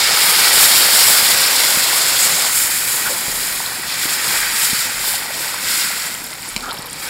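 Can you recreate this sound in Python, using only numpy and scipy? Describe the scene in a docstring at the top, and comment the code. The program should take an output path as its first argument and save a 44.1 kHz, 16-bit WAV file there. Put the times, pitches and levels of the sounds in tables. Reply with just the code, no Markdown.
"""Outdoors, close to a hot steel pan of fried food, a thin stream of water is poured in.
It splashes, boils and flashes to steam on the metal, heard as many ringing bubbles over a wash of noise.
The hiss sinks as the pan cools and surges when a ladle pushes water onto dry steel. At the end single
pops stand out and the ladle knocks and scrapes through the food. A faint rumble lies underneath."""
import sys
import numpy as np
from scipy import signal
from scipy.fft import rfft, irfft, next_fast_len
from scipy.io import wavfile

SR = 44100
rng = np.random.default_rng(int(sys.argv[2]) if len(sys.argv) > 2 else 0)


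def output_pcm(signal):
    """Save a mono or channel-first signal as 16-bit PCM at the path in sys.argv[1].

    Samples are clipped to [-1, 1] before scaling.
    """
    pcm = np.clip(np.atleast_2d(signal).T, -1, 1) * 32767
    wavfile.write(sys.argv[1], SR, np.round(pcm).astype(np.int16))


N = 312713
TIME = np.arange(N) / SR


def from_db(db):
    """Amplitude ratio of a level in decibels."""
    return 10 ** (np.asarray(db) / 20)


def rms_one(x):
    """Normalisation to unit power."""
    return x / np.sqrt(np.mean(x ** 2) + 1e-20)


def in_time(rows):
    """Linear interpolation of a table's columns to every sample."""
    times, *columns = np.transpose(rows)
    return [np.interp(TIME, times, column) for column in columns]


def add(out, t, sound):
    """Superposition of a short sound, starting at time t."""
    start = int(t * SR)
    out[start:start + len(sound)] += sound[:N - start]


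def drift(rate_hz):
    """Low-pass noise: a smooth random fluctuation of unit spread."""
    step, settle = 40, 2000   # samples per coarse step; steps for the filter to settle
    pole = np.exp(-2 * np.pi * rate_hz * step / SR)
    noise = rng.standard_normal(N // step + settle + 2)
    slow = signal.lfilter([1], [1, -2 * pole, pole ** 2], noise)[settle:]
    return np.interp(np.arange(N) / step, np.arange(len(slow)), rms_one(slow))


def band(x, low_hz, high_hz, order=2):
    """Band-pass filtering."""
    edges = [low_hz, min(high_hz, SR / 2 - 1000)]
    return signal.sosfilt(signal.butter(order, edges, "band", fs=SR, output="sos"), x)


def bell(hz, width_hz, db):
    """Second-order resonance or antiresonance, as filter coefficients (b, a)."""
    gain, half_width = from_db(db / 2), np.tan(np.pi * width_hz / SR)
    tuning = -2 * np.cos(2 * np.pi * hz / SR)
    b = np.array([1 + half_width * gain, tuning, 1 - half_width * gain])
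    a = np.array([1 + half_width / gain, tuning, 1 - half_width / gain])
    return b / a[0], a / a[0]


def ring(clicks, hz, t60):
    """Damped harmonic oscillator: a unit impulse starts a sine of amplitude 1."""
    decay, angle = np.exp(-np.log(1000) / (t60 * SR)), 2 * np.pi * hz / SR
    return signal.lfilter([0, np.sin(angle)], [1, -2 * decay * np.cos(angle), decay ** 2], clicks + 1e-18)


def blips(rows, cycles, glide, onset_cycles):
    """Free decay: each row dies away within `cycles` periods as its pitch shifts by the share `glide`."""
    out = np.zeros(N)
    for t, db, hz in rows:
        age = TIME[:int(cycles / hz * SR) + 2] * hz / cycles
        envelope = np.exp(-np.log(1000) * age) * (1 - np.exp(-age * cycles / onset_cycles))
        phase = 2 * np.pi * cycles * age * (1 + glide * age / 2)
        add(out, t, from_db(db) * envelope / envelope.max() * np.sin(phase))
    return out


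def outdoor_rumble():
    """Ambient noise: a faint, steady band of low frequencies."""
    return from_db(-53.5) * rms_one(band(rng.standard_normal(N), 22, 108))


# nudges to the microphone stand: t/s, relative level/dB
STAND_NUDGES = [(.02, -45), (.53, -35), (2.55, -36), (3.29, -33.5), (4.36, -37), (4.95, -35), (6.51, -33)]
def stand_sway(hz=34.6):
    """Free vibration: each nudge sets the stand wobbling at its natural frequency."""
    nudges = [(t, db, hz) for t, db in STAND_NUDGES]
    return from_db(-5.5) * blips(nudges, cycles=28, glide=0, onset_cycles=0.8)


# the band cancelled by the wall echo: t/s, f/Hz
ECHO_NOTCH = [(0, 6070), (1.4, 6160), (2, 6010), (3.4, 5990), (4.9, 6120), (7.09, 6130)]
def wall_echo(x, width_hz, depth_db, block=512):
    """Destructive interference: the pan wall's echo cuts a notch that moves with the sizzling spot."""
    centre_hz, = in_time(ECHO_NOTCH)
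    out, state = np.zeros(N), np.zeros(2)
    for i in range(0, N, block):
        notch = bell(centre_hz[i], width_hz, depth_db)
        out[i:i + block], state = signal.lfilter(*notch, x[i:i + block], zi=state)
    return out


def rim_reflections(x, delay_s, roam, level_db):
    """Comb filtering: as the sizzling spots wander, three changing paths via the rim ripple the hiss."""
    out = x.copy()
    for k in range(3):
        delay = delay_s * (1 + k / 2) * (1 + roam * drift(0.36))
        out += (-1) ** k * from_db(level_db) * np.interp(TIME - delay, TIME, x)
    return out


# lumps of food shifting against the pan: t/s, relative level/dB, f/Hz
FOOD_THUDS = [(1.226, -23, 190), (1.772, -17.5, 199), (2.337, -24, 200), (3.281, -20.5, 170),
              (3.882, -31, 140), (4.055, -18, 280), (4.731, -15.5, 202), (6.566, -19, 200),
              (6.792, -23, 190)]
def food_thuds():
    """Soft impact: a lump of food gives a low, heavily damped pulse of falling pitch."""
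    return from_db(-1) * blips(FOOD_THUDS, cycles=3.1, glide=-0.15, onset_cycles=0.48)


# drags of the ladle over the steel: t/s, duration/s, level/dB, f/Hz
LADLE_DRAGS = [(3.048, 0.045, -24, 1540), (3.085, 0.057, -30.5, 550), (6.475, .03, -30, 10100),
               (6.584, 0.126, -40.5, 262), (6.609, .125, -29.5, 1420), (6.68, 0.038, -32, 3500),
               (6.729, 0.16, -42, 1050), (6.928, .006, -22.5, 9600)]
def ladle_scrapes(slips_per_s=2500):
    """Stick-slip friction: each drag is a run of tiny random slips, heard in a narrow band."""
    out = np.zeros(N)
    for t, duration, db, hz in LADLE_DRAGS:
        slips = rng.standard_normal(N) * (rng.random(N) < slips_per_s / SR)
        rasp = rms_one(band(slips[:int(duration * SR)], hz / 1.154, hz * 1.08))
        add(out, t, from_db(db) * rasp * signal.windows.tukey(len(rasp), 0.5))
    return out


# blows of the ladle on the pan: t/s, level/dB
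LADLE_BLOWS = [(6.5633, -9), (6.5675, -13), (6.5775, -18), (6.7098, -21)]
# modes of the pan: f/Hz, relative level/dB, T60/s
STEEL_MODES = [(1050, -16.5, 0.025), (2030, -22, 0.022), (2340, -2.5, 0.012), (3000, -9.5, 0.025),
               (4100, -8, 0.015), (4700, -10, .014), (5330, -8, .014), (7250, -4, .006), (9350, -6, .004),
               (14500, -13, .002)]
def ladle_knocks():
    """Modal vibration: each blow excites the modes of the pan, which the food quickly damps."""
    out = np.zeros(N)
    times, blow_db = np.transpose(LADLE_BLOWS)
    for k, (hz, mode_db, t60) in enumerate(STEEL_MODES):
        clicks = np.zeros(N)
        clicks[(times * SR).astype(int)] = from_db(blow_db + mode_db + rng.normal(0, 1.3, len(times)))
        out += (-1) ** k * ring(clicks, hz, t60)
    return out


# broad spectrum of the frying: f/Hz, relative level/dB
FRYING_SPECTRUM = [(40, -13), (90, -12.5), (170, -7.5), (380, -10.5), (700, -10), (1200, -5.5), (2000, -4),
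                   (3500, -3.5), (5000, 0), (7000, -3), (9000, -2), (11000, -2.5), (13500, -5.5),
                   (15700, -9)]
# resonances and dips of the pan's bowl: f/Hz, bandwidth/Hz, gain/dB
BOWL_RESONANCES = [(524, 134, 5), (930, 240, 4.5), (1360, 43, 0.5), (1535, 160, 2.5), (1920, 100, 4),
                   (2214, 320, 2), (2750, 120, -2), (3030, 110, -6), (3100, 53, 5), (4600, 150, 0.5),
                   (5100, 400, 0.5), (7410, 740, 3), (11530, 870, -2.5), (12800, 1200, 1)]
def in_bowl(x):
    """Source and filter: a flat sound takes on the spectrum of frying and the bowl's resonances."""
    size = next_fast_len(N)
    hz, db = np.transpose(FRYING_SPECTRUM)
    tilt_db = np.interp(np.log(np.fft.rfftfreq(size, 1 / SR) + 1), np.log(hz), db)
    x = irfft(rfft(x, size) * from_db(tilt_db), size)[:N]
    for resonance in BOWL_RESONANCES:
        x = signal.lfilter(*bell(*resonance), x)
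    return x


def bubbles(low_hz, high_hz, per_s, cycles, size_db, pitches=26):
    """Bubble resonance: bubbles of random strength and pitch arrive in clumps and ring; unit power."""
    births = np.flatnonzero(rng.random(N) < per_s * from_db(2 * drift(25)) / SR)
    strength_db = size_db * np.minimum(rng.exponential(1, N)[births], np.pi)
    kicks = from_db(strength_db) * rng.choice([-1, 1], N)[births]
    pitch_index = rng.integers(0, pitches, N)[births]
    out = np.zeros(N)
    for k, hz in enumerate(np.geomspace(low_hz, high_hz, pitches)):
        clicks = np.zeros(N)
        clicks[births] = kicks * (pitch_index == k)
        out += hz * ring(clicks, hz, cycles / hz)   # weighting by frequency keeps the spectrum flat
    return rms_one(out)


def seethe(low_hz, high_hz, per_s, cycles, size_db, wash_db, flutter_db):
    """Random superposition: countless tiny bubbles merge into noise under distinct ones; unit power."""
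    grains = band(bubbles(low_hz, high_hz, per_s, cycles, size_db), low_hz / 2, high_hz * 2)
    wash = from_db(wash_db) * rms_one(band(rng.standard_normal(N), low_hz, high_hz, order=3))
    return rms_one(in_bowl(grains + wash) * from_db(flutter_db * drift(34)))


def surge(peak_s, rise_s, swell=0.56, fade=0.47):
    """Power envelope: a smooth swell to 1, then exponential decay as the water is spent."""
    age = (TIME - peak_s) / rise_s
    return np.exp(-np.where(age < 0, (age / swell) ** 2, age / fade))


# large air bubbles in the broth: t/s, relative level/dB, f/Hz
AIR_BUBBLES = [(3.574, -7, 2230), (3.603, -7.5, 930), (3.640, -15, 890), (4.306, -7, 1000),
               (5.040, -13, 990), (5.075, -11, 920), (5.140, -11, 805), (5.220, -15, 810),
               (5.257, -13, 860), (5.306, -21, 755), (5.542, -7, 1000), (5.904, -13, 794)]
def plops():
    """Volume pulsation: each large air bubble rings briefly with rising pitch."""
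    return from_db(-10) * blips(AIR_BUBBLES, cycles=13.6, glide=0.12, onset_cycles=1.2)


# the ladle shoves broth about: peak t/s, rise/s, level/dB
BROTH_SLOSHES = [(3.11, 0.24, -33), (4.09, 0.066, -34), (4.33, 0.23, -31.5), (5.08, 0.049, -41),
                 (5.45, 0.14, -37), (6.6, 0.056, -36.5), (6.74, 0.11, -31.5)]
def broth(stream_db, boil_gain):
    """Air entrainment: the stream drums on the food and traps air; the broth sloshes and boils."""
    slosh_power = sum(from_db(db) ** 2 * surge(t, rise_s) for t, rise_s, db in BROTH_SLOSHES)
    splash_gain = np.sqrt(from_db(stream_db) ** 2 + slosh_power)
    drum_gain = from_db(-42) * (splash_gain / from_db(stream_db.mean())) ** 0.36   # follows it weakly
    drum = seethe(78, 354, per_s=160, cycles=7.1, size_db=1, wash_db=-0.5, flutter_db=1.5)
    splash = seethe(363, 1140, per_s=300, cycles=16.4, size_db=3, wash_db=1.5, flutter_db=1.05)
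    boil = seethe(1174, 2606, per_s=600, cycles=37, size_db=1.5, wash_db=3, flutter_db=0.3)
    gush = from_db(0.23 * drift(41))   # the stream breaks into lumps as it falls
    return (drum_gain * drum + splash_gain * splash + boil_gain * boil) * gush


# bursting bubbles and spits of fat: t/s, relative level/dB, f/Hz
FAT_POPS = [(3.4704, -12, 6840), (3.5254, -13, 4720), (3.6614, -10, 4150), (3.9234, -12, 4840),
            (6.1419, -10, 7350), (6.1506, -19, 3170), (6.1784, -28, 2220), (6.3274, -22, 2020),
            (6.4218, -14.5, 7810), (6.49, -14, 7140), (6.7092, -13, 4740), (6.715, -12.5, 4100),
            (6.7715, -22, 3200), (6.7864, -15, 5330), (6.827, -22, 4180), (6.8854, -26, 3080),
            (6.8975, -17, 8380), (6.9092, -14.5, 8860), (6.9304, -15, 7300)]
def spitting_fat():
    """Masking: fat spits throughout, but its spits and single pops stand out once the hiss is low."""
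    spits = rms_one(in_bowl(bubbles(2400, 14400, per_s=450, cycles=20, size_db=7)))
    pops = blips(FAT_POPS, cycles=35, glide=0.065, onset_cycles=1.3)
    return from_db(-37) * spits + from_db(-2) * pops


# steady cooking, sinking as the pan cools and fills: t/s, then level/dB of splash, boil, sizzle, steam
STEADY_COOKING = [(0, -28, -20.5, -17, -19.5), (.67, -25, -21.5, -15.5, -21.5),
                  (1.37, -27, -22, -17, -20.5), (2.47, -30, -25, -20.7, -19.5),
                  (2.51, -34.5, -26.5, -25.5, -23), (3.86, -36.5, -31.5, -31, -31.5),
                  (4.3, -38, -22.5, -22.5, -23), (5.24, -36, -30.5, -32, -34),
                  (6.06, -37, -28.5, -30, -28.5), (6.2, -40, -36.5, -37.5, -35),
                  (6.92, -44, -38, -37.5, -42), (7.09, -37, -30.5, -33, -39.5)]
# water flares on hot steel, first by itself, later pushed by the ladle:
# peak t/s, rise/s, steam level/dB, sizzle over steam/dB, fine over coarse spray/dB
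STEAM_SURGES = [(.28, 0.16, -16.8, -8, 16), (.46, 0.17, -17, -2.5, 7), (.59, .1, -13.5, -5, 3),
                (.66, 0.087, -11, -8, 3), (.8, .12, -17, -7, 8), (1.1, 0.44, -12.7, -8.5, 4),
                (1.73, 0.21, -18, -7, 2.5), (1.98, .12, -20, -5, 8), (2.25, 0.16, -16, -9, -2),
                (2.6, 0.14, -16, -10, 3), (2.95, 0.4, -20, -8, 4), (3.48, .31, -23.5, -6, 5),
                (3.94, 0.097, -28.5, 3, 2.5), (4.05, 0.078, -22, -2.5, 3), (4.13, .05, -20.5, -10, 0),
                (4.34, 0.18, -21.5, -11, 1), (4.65, .16, -17.5, -5, 3), (4.83, 0.17, -23, -5.5, -2),
                (5.1, 0.12, -19.5, -5, 5.5), (5.44, 0.16, -25, -3.5, 2), (5.79, 0.23, -19.5, -2.5, 0),
                (6.51, 0.14, -34, -3.5, -5), (7.05, 0.12, -29.5, -4.5, 1)]
def cooking_activity():
    """Incoherent sources add in power: the stream's level, then gains of boil, sizzle and two sprays."""
    stream_db, boil_db, sizzle_db, steam_db = in_time(STEADY_COOKING)
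    power = from_db([boil_db, sizzle_db, steam_db - 2, steam_db - 3]) ** 2   # last two: coarse, fine
    for t, rise_s, surge_db, wet_db, fine_db in STEAM_SURGES:
        boil, sizzle = from_db([wet_db - 4, wet_db])
        coarse, fine = from_db([0, fine_db]) / np.hypot(1, from_db(fine_db))
        gains = from_db(surge_db) * np.array([boil, sizzle, coarse, fine])
        power += np.outer(gains ** 2, surge(t, rise_s))
    return stream_db, *np.sqrt(power)


def steam_hiss(sizzle_gain, coarse_gain, fine_gain):
    """Flash evaporation: drops turn to steam on the steel, as a sizzle and a coarse and a fine spray."""
    sizzle = seethe(2700, 6130, per_s=2000, cycles=32, size_db=1, wash_db=4, flutter_db=0.76)
    coarse = seethe(5920, 8200, per_s=1500, cycles=18, size_db=3, wash_db=0, flutter_db=0.8)
    fine = seethe(8220, 16500, per_s=4000, cycles=8.3, size_db=2, wash_db=-0.5, flutter_db=0.08)
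    hiss = from_db(1.1) * sizzle_gain * sizzle
    hiss += from_db(1.2) * coarse_gain * coarse
    hiss += from_db(1.45) * fine_gain * fine
    return hiss * from_db(0.63 * drift(29))


def scene():
    """Free field: the sources add without reverberation and reach both channels alike."""
    stream_db, boil, sizzle, coarse, fine = cooking_activity()
    cooking = broth(stream_db, boil) + plops() + steam_hiss(sizzle, coarse, fine) + spitting_fat()
    cooking = rim_reflections(cooking, delay_s=0.0013, roam=0.067, level_db=-21.5)
    cooking = wall_echo(cooking, width_hz=660, depth_db=-12.5)
    ladle = ladle_knocks() + ladle_scrapes() + food_thuds()
    mono = outdoor_rumble() + stand_sway() + ladle + cooking
    return np.array([mono, mono])


def record(dry, cutoff_hz=15750):
    """Clipping and band limiting: peaks stop at full scale and a steep low-pass cuts the top."""
    low_pass = signal.ellip(12, 0.1, 70, cutoff_hz, fs=SR, output="sos")
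    return signal.sosfilt(low_pass, np.clip(dry, -1, 1))


dry = scene()
out = record(dry)
output_pcm(out)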